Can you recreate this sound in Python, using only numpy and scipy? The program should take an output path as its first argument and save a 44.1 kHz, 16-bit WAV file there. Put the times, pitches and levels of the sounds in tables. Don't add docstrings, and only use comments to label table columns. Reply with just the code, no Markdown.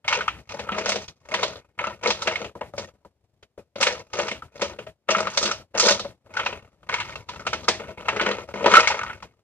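import sys
import numpy as np
from scipy import signal
from scipy.fft import rfft, irfft
from scipy.io import wavfile
from scipy.ndimage import uniform_filter1d

SR = 44100
rng = np.random.default_rng(int(sys.argv[2]) if len(sys.argv) > 2 else 0)


def wav_record(signal):
    frames = np.transpose(np.atleast_2d(signal))
    bounded = np.clip(frames, -1, 1)
    quanta = np.round(bounded * 32767).astype(np.int16)
    wavfile.write(sys.argv[1], SR, quanta)


N = 415862

# (time [s], level [dB], low body [dB re middle], high crack [dB re middle], favoured ring [Hz])
KNOCKS = [(0.043, -25.5, -10.5, -34.5, 650), (0.078, -12.5, -32, -15, 2160), (0.125, -6, -31.5, -22, 2600),
          (0.207, -16.5, -14, -23, 1440), (0.278, -11.5, -43.5, -28, 1260),
          (0.49, -29.5, -14.5, -14.5, 2410), (0.592, -20.5, 0.5, -15.5, 896), (0.689, -18, -12, -39, 1340),
          (0.718, -19, -1.5, -25, 203), (0.743, -23.5, -2.5, -25.5, 1260), (0.781, -14, -1.5, -20.5, 630),
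          (0.858, -14, -4.5, -16.5, 1580), (0.89, -13.5, -6.5, -6, 646), (0.918, -15.5, -2.5, -9.5, 2200),
          (0.955, -18.5, 0.5, -12, 686), (1.078, -34.5, -41, -2, 2470), (1.339, -7.5, -10, -16.5, 1073),
          (1.429, -8.5, -6, -13.5, 430), (1.789, -13, -13, -36.5, 2350), (1.84, -15, -20, -28.5, 1330),
          (2.033, -17, -11.5, -21.5, 454), (2.102, -11.5, -10, -10.5, 1080), (2.219, -19.5, -7, -8.5, 1380),
          (2.271, -7, -5, -22, 677), (2.355, -18, -15.5, -19, 2160), (2.443, -24.5, 1.5, -18, 528),
          (2.552, -28.5, 3, -73, 940), (2.61, -17.5, -1.5, -45.5, 894), (2.733, -30, -1, -62, 570),
          (2.779, -21, -5.5, -12.5, 552), (3.049, -32, 2, -62, 974), (3.425, -33.5, -2.5, -11.5, 444),
          (3.575, -35.5, 5, -56, 522), (3.756, -25.5, -0.5, -19.5, 560), (3.809, -11, -7.5, -10, 560),
          (3.826, -7, -24, -8.5, 540), (3.866, -8, -7.5, -14, 484), (4.132, -17.5, -2.5, -14.5, 710),
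          (4.191, -16, -15, -16.5, 605), (4.28, -15, -13.5, -18, 430), (4.312, -19.5, 0.5, -14.5, 2170),
          (4.418, -26, -29, -47, 1360), (4.616, -11, -3, -13.5, 540), (4.786, -25.5, 1, -24.5, 450),
          (4.864, -29, -2.5, -26, 620), (5.086, -9.5, -1.5, -28.5, 1190), (5.104, -12, -6.5, -10, 636),
          (5.146, -11, -46, -34, 1336), (5.181, -12.5, -7.5, -18, 635), (5.269, -16.5, -4.5, -20.5, 1280),
          (5.33, -37.5, -41.5, -5.5, 1440), (5.372, -11, -8, -5, 600), (5.426, -20.5, -0.5, 2, 1260),
          (5.453, -15.5, -2.5, -7, 331), (5.511, -14.5, -11.5, -13.5, 1290), (5.749, -19, -1.5, -25.5, 519),
          (5.795, -12.5, -7, -0.5, 1300), (5.858, -17, -4, 0, 510), (5.883, -6, -23.5, -11, 1380),
          (5.922, -24.5, -11, 0, 608), (5.994, -22, 0, -4.5, 1240), (6.046, -22.5, -1.5, -47, 568),
          (6.261, -32.5, -2.5, -49, 538), (6.367, -12.5, -22, -23, 1440), (6.393, -10.5, -12, -30, 1400),
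          (6.459, -10, -13, -25, 2540), (6.89, -12.5, -14, -25.5, 1135), (6.938, -10.5, -25, -24, 2180),
          (7, -16.5, -45, -19.5, 2260), (7.287, -23, -23.5, -15.5, 1000), (7.466, -12, -6, -20, 1360),
          (7.53, -14.5, -1, -13.5, 1315), (7.682, -6, -3, -9.5, 1140), (7.796, -25.5, -2, -27, 600),
          (8.083, -5, -10.5, -30, 2780), (8.162, -13.5, -2.5, -24.5, 435), (8.195, -6.5, -37.5, -36, 1560),
          (8.21, -11.5, -3, -22.5, 360), (8.261, -8.5, -3.5, -27, 1520), (8.31, -14, -9.5, -24.5, 363),
          (8.556, -27.5, 3, -23, 940), (8.641, -12.5, -2, -30, 535), (8.659, -3.5, 0.5, -25, 930),
          (8.737, -2.5, -11, -21, 1310), (8.753, -2.5, -14.5, -16, 1430), (8.793, -7, -29, -21.5, 1380),
          (8.873, -5.5, -35, -18, 2180), (8.901, -10, -22, -22.5, 870), (9.096, -20, -46, -36.5, 1450),
          (9.222, -26, -16.5, -22.5, 1080)]
# (frequency [Hz], left minus right [dB])
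LEFT_LOUDER = [(60, 4.5), (180, 4), (550, 5), (1650, 1), (4970, -2), (15000, 1.5)]
MODE_SHARE_DB = -14.5


def knocks():
    time_s, level_db, body_db, crack_db, ring_hz = np.transpose(KNOCKS)
    colour = (body_db, crack_db, ring_hz, 13.0)
    return bottle_impacts(time_s, level_db + MODE_SHARE_DB, colour,
                          scatter_db=2.5, contact_s=.004, noise_db=9.0, crack_t60=0.043)


def bottle_impacts(time_s, level_db, colour, scatter_db, contact_s, noise_db, crack_t60):
    onsets = (time_s * SR).astype(int)
    ring = bottle_ring(onsets, level_db, colour, scatter_db, contact_s)
    crack = wall_crack(onsets, level_db + noise_db, colour, scatter_db, contact_s, crack_t60)
    return signal.sosfilt(signal.butter(2, 145, "high", fs=SR, output="sos"), ring + crack)


def bottle_ring(onsets, level_db, colour, scatter_db, contact_s):
    # (frequency [Hz], relative level [dB], decay time T60 [s])
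    modes = [(202.4, -3.5, 0.12), (352.3, -6.5, 0.13), (426.4, -4, 0.11), (488, 1.5, 0.062),
             (567.5, 1, 0.072), (636, -6, 0.19), (876, -1, 0.038), (968.7, -2, 0.058), (1078, -9.5, 0.04),
             (1243, 3, 0.027), (1332, -3.5, 0.059), (1474, -1.5, 0.041), (1857, -6, 0.055),
             (2172, 0.5, 0.032), (2475, -7, 0.059), (2686, -3.5, 0.043), (3290, -10.5, 0.036),
             (6370, 8, 0.021)]
    out = np.zeros((2, N))
    for hz, mode_db, t60 in modes:
        strength, lobe, delay, polarity = rng.standard_normal((len(onsets), 4)).T
        lobes_db = np.clip(hz / 1000, 0, 3.5) * lobe * [[1], [-1]]
        size = amp(level_db + mode_db + colour_db(hz, *colour) + scatter_db * strength + lobes_db)
        starts = onsets + (contact_s * SR * np.abs(delay)).astype(int)
        drive = impulses(starts, size * np.sign(polarity))
        radius, angle = amp(-60 / (t60 * SR)), 2 * np.pi * hz / SR
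        ring = signal.lfilter([.5, 0, -.5], [1, -2 * radius * np.cos(angle), radius ** 2], drive)
        out += ring * stereo_gain(hz)
    return out


def wall_crack(onsets, level_db, colour, scatter_db, contact_s, crack_t60):
    # (frequency [Hz], relative level [dB])
    spectrum = [(250, -20.5), (600, -9.5), (1300, -15.5), (2500, -4), (4500, 7.5), (6500, 7), (9000, -8.5),
                (15000, 1)]
    edges_hz = 200 * 2 ** np.arange(0, 6.6, .5)
    swell_s = 2.38 * contact_s
    shared, own = rng.standard_normal((2, 2, N))
    out = np.zeros((2, N))
    for k, (low, high) in enumerate(zip(edges_hz, edges_hz[1:])):
        hz = np.sqrt(low * high)
        band_db = level_db + at_hz(spectrum, hz) + colour_db(hz, *colour[:3], favour_db=0)
        size = amp(band_db + scatter_db * rng.standard_normal(len(onsets)))
        energy = impulses(onsets, [size ** 2])[0]
        burst = decay(decay(energy, swell_s), swell_s) * np.log(1000) / (swell_s * SR)
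        t60 = crack_t60 * (1000 / hz) ** 0.11
        power = decay(burst, t60) + 0.13 * decay(burst, 3.5 * t60)
        noise = shared[k % 2] + np.clip(hz / 6000, 0, .7) * own[::(-1) ** k]
        band = signal.butter(2, [low, high], "band", fs=SR, output="sos")
        gain = stereo_gain(hz) / np.sqrt(2 * (high - low) * contact_s)
        out += gain * signal.sosfilt(band, noise * np.sqrt(power))
    return out


def colour_db(hz, body_db, crack_db, ring_hz, favour_db):
    low = np.clip(np.log(900 / hz) / np.log(1.55), 0, 1.8)
    high = np.clip(np.log(hz / 2500) / np.log(1.7), 0, 1)
    muffled_db = np.minimum(crack_db + 34.5, 0) * np.clip(np.log2(hz / 1200), 0, 1)
    favoured = np.exp(-(np.log(hz / ring_hz) / 0.091) ** 2)
    return low * body_db + high * crack_db + muffled_db + favour_db * favoured


def treats():
    # (time [s], level [dB])
    clicks = [(1.287, -35.5), (1.318, -22.5), (1.87, -13.5), (2.416, -22.5), (5.204, -12.5), (6.304, -33.5),
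              (6.338, -26), (6.486, -29), (6.527, -22.5), (6.83, -36), (7.156, -22), (7.356, -37),
              (7.394, -29.5), (8.128, -25), (8.288, -12), (8.384, -22.5), (8.54, -24), (8.769, -3),
              (8.991, -13.5), (9.033, -16.5), (9.064, -22), (9.131, -25)]
    click_s, click_db = np.transpose(clicks)
    ticks_per_s, smallest_tick_db, hollow_hz = 400, -20, 519
    position, chance = rng.random((round(ticks_per_s * N / SR), 2)).T
    tick_s = position * N / SR
    excess_db = 3.82 * np.minimum(-np.log(chance + 1e-9), 3.3)
    tick_db = tumbling_db(tick_s) + smallest_tick_db + excess_db
    time_s = np.concatenate([tick_s, click_s])
    level_db = np.concatenate([tick_db, click_db + MODE_SHARE_DB])
    blows = np.array(KNOCKS)
    nearest = np.searchsorted((blows[1:, 0] + blows[:-1, 0]) / 2, time_s)
    body_db, crack_db, knock_hz = blows[nearest, 2:].T
    ring_hz = np.where(rng.random(len(time_s)) < .5, hollow_hz, knock_hz)
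    colour = (0.34 * body_db + 0.73, 0.68 * crack_db, ring_hz, 9.0)
    return bottle_impacts(time_s, level_db, colour,
                          scatter_db=6.0, contact_s=.0008, noise_db=2.0, crack_t60=0.024)


def tumbling_db(time_s):
    # (peak time [s], level [dB], build-up [s], settling [s])
    tumbles = [(0.121, -18.5, 0.059, 0.19), (0.51, -36.5, 0.045, 0.39), (0.88, -29.5, 0.62, 0.29),
               (1.401, -33, 0.35, 0.45), (1.813, -28.5, 0.079, 0.31), (2.049, -21, 0.047, 0.19),
               (2.329, -29.5, 0.38, 0.22), (2.62, -46.5, 0.23, .17), (2.801, -38.5, 0.16, 0.32),
               (3.591, -51, 0.028, 0.17), (3.822, -26, 0.071, 0.34), (4.186, -22, 0.11, 0.19),
               (4.626, -32, 0.23, 0.25), (5.11, -22.5, 0.049, 0.43), (5.491, -28.5, 0.43, 0.11),
               (5.759, -23.5, 0.031, 0.33), (5.877, -13, 0.11, 0.11), (6.39, -30.5, 0.15, 0.45),
               (6.929, -29.5, 0.1, 0.49), (7.28, -40.5, 0.037, 1), (7.91, -38, 1, 0.063),
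               (7.975, -38, .01, .9), (8.309, -26.5, 0.6, 0.26), (8.5, -42, 0.44, 0.52),
               (8.758, -16, 0.25, 0.46)]
    swell_db = 30
    peak_s, level_db, build_s, settle_s = np.transpose(tumbles)[:, :, None]
    from_peak = np.maximum((peak_s - time_s) / build_s, (time_s - peak_s) / settle_s)
    return np.max(level_db - swell_db * from_peak, axis=0)


def traffic_rumble():
    # (frequency [Hz], relative spectral density [dB])
    spectrum = [(25, -36), (58, -3.5), (100, -3.5), (250, -14.5), (600, -15), (1200, -28.5), (4000, -35.5),
                (15000, -42)]
    # (time [s], level [dB])
    levels = [(0, -47), (5, -49), (6.5, -46), (7.198, -45), (9.43, -46)]
    white = rng.standard_normal((3, N))
    hz = np.maximum(np.arange(N // 2 + 1) * SR / N, 1)
    rumble = irfft(rfft(white[0] + .2 * white[1:]) * amp(at_hz(spectrum, hz)) * stereo_gain(hz), N)
    envelope = amp(np.interp(np.arange(N) / SR, *np.transpose(levels)))
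    return envelope * rumble / rumble.std()


def amp(db):
    return 10 ** (np.asarray(db) / 20)


def at_hz(points, hz):
    frequencies, levels_db = np.transpose(points)
    return np.interp(np.log(hz), np.log(frequencies), levels_db)


def stereo_gain(hz):
    return amp(at_hz(LEFT_LOUDER, hz) / 2 * np.array([[1], [-1]]))


def impulses(onsets, sizes):
    return np.array([np.bincount(onsets, side, N)[:N] for side in sizes]) + 1e-18


def decay(x, t60):
    return signal.lfilter([1], [1, -amp(-60 / (t60 * SR))], x)


def scene():
    left, right = knocks() + treats() + traffic_rumble()
    lag_samples = 4
    return np.array([left, np.pad(right, (lag_samples, 0))[:N]])


def expander(x, threshold_db, slope, depth_db, release_db_per_s, attack_s):
    sensed = signal.lfilter(*signal.butter(1, 120, "high", fs=SR), x)
    level_db = 10 * np.log10(uniform_filter1d(np.mean(sensed ** 2, 0), size=200) + 1e-14)
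    fall_db = release_db_per_s * np.arange(N) / SR
    held_db = np.maximum.accumulate(level_db + fall_db) - fall_db
    gain_db = np.clip(slope * (held_db - threshold_db), -depth_db, 0)
    pole = np.exp(-1 / (attack_s * SR))
    return x * amp(signal.lfilter([1 - pole], [1, -pole], gain_db + depth_db) - depth_db)


def record(dry):
    x = signal.sosfilt(signal.butter(4, [45, 7200], "band", fs=SR, output="sos"), dry)
    hiss = amp(-56) * signal.lfilter(*signal.butter(1, 6000, fs=SR), rng.standard_normal((2, N)))
    x = expander(x + hiss, threshold_db=-38, slope=2.43, depth_db=27,
                 release_db_per_s=190.5, attack_s=0.001)
    saturated = x / (1 + x ** 6) ** (1 / 6)
    return signal.sosfilt(signal.cheby2(12, 70, 15850, fs=SR, output="sos"), saturated)


dry = scene()
out = record(dry)
wav_record(out)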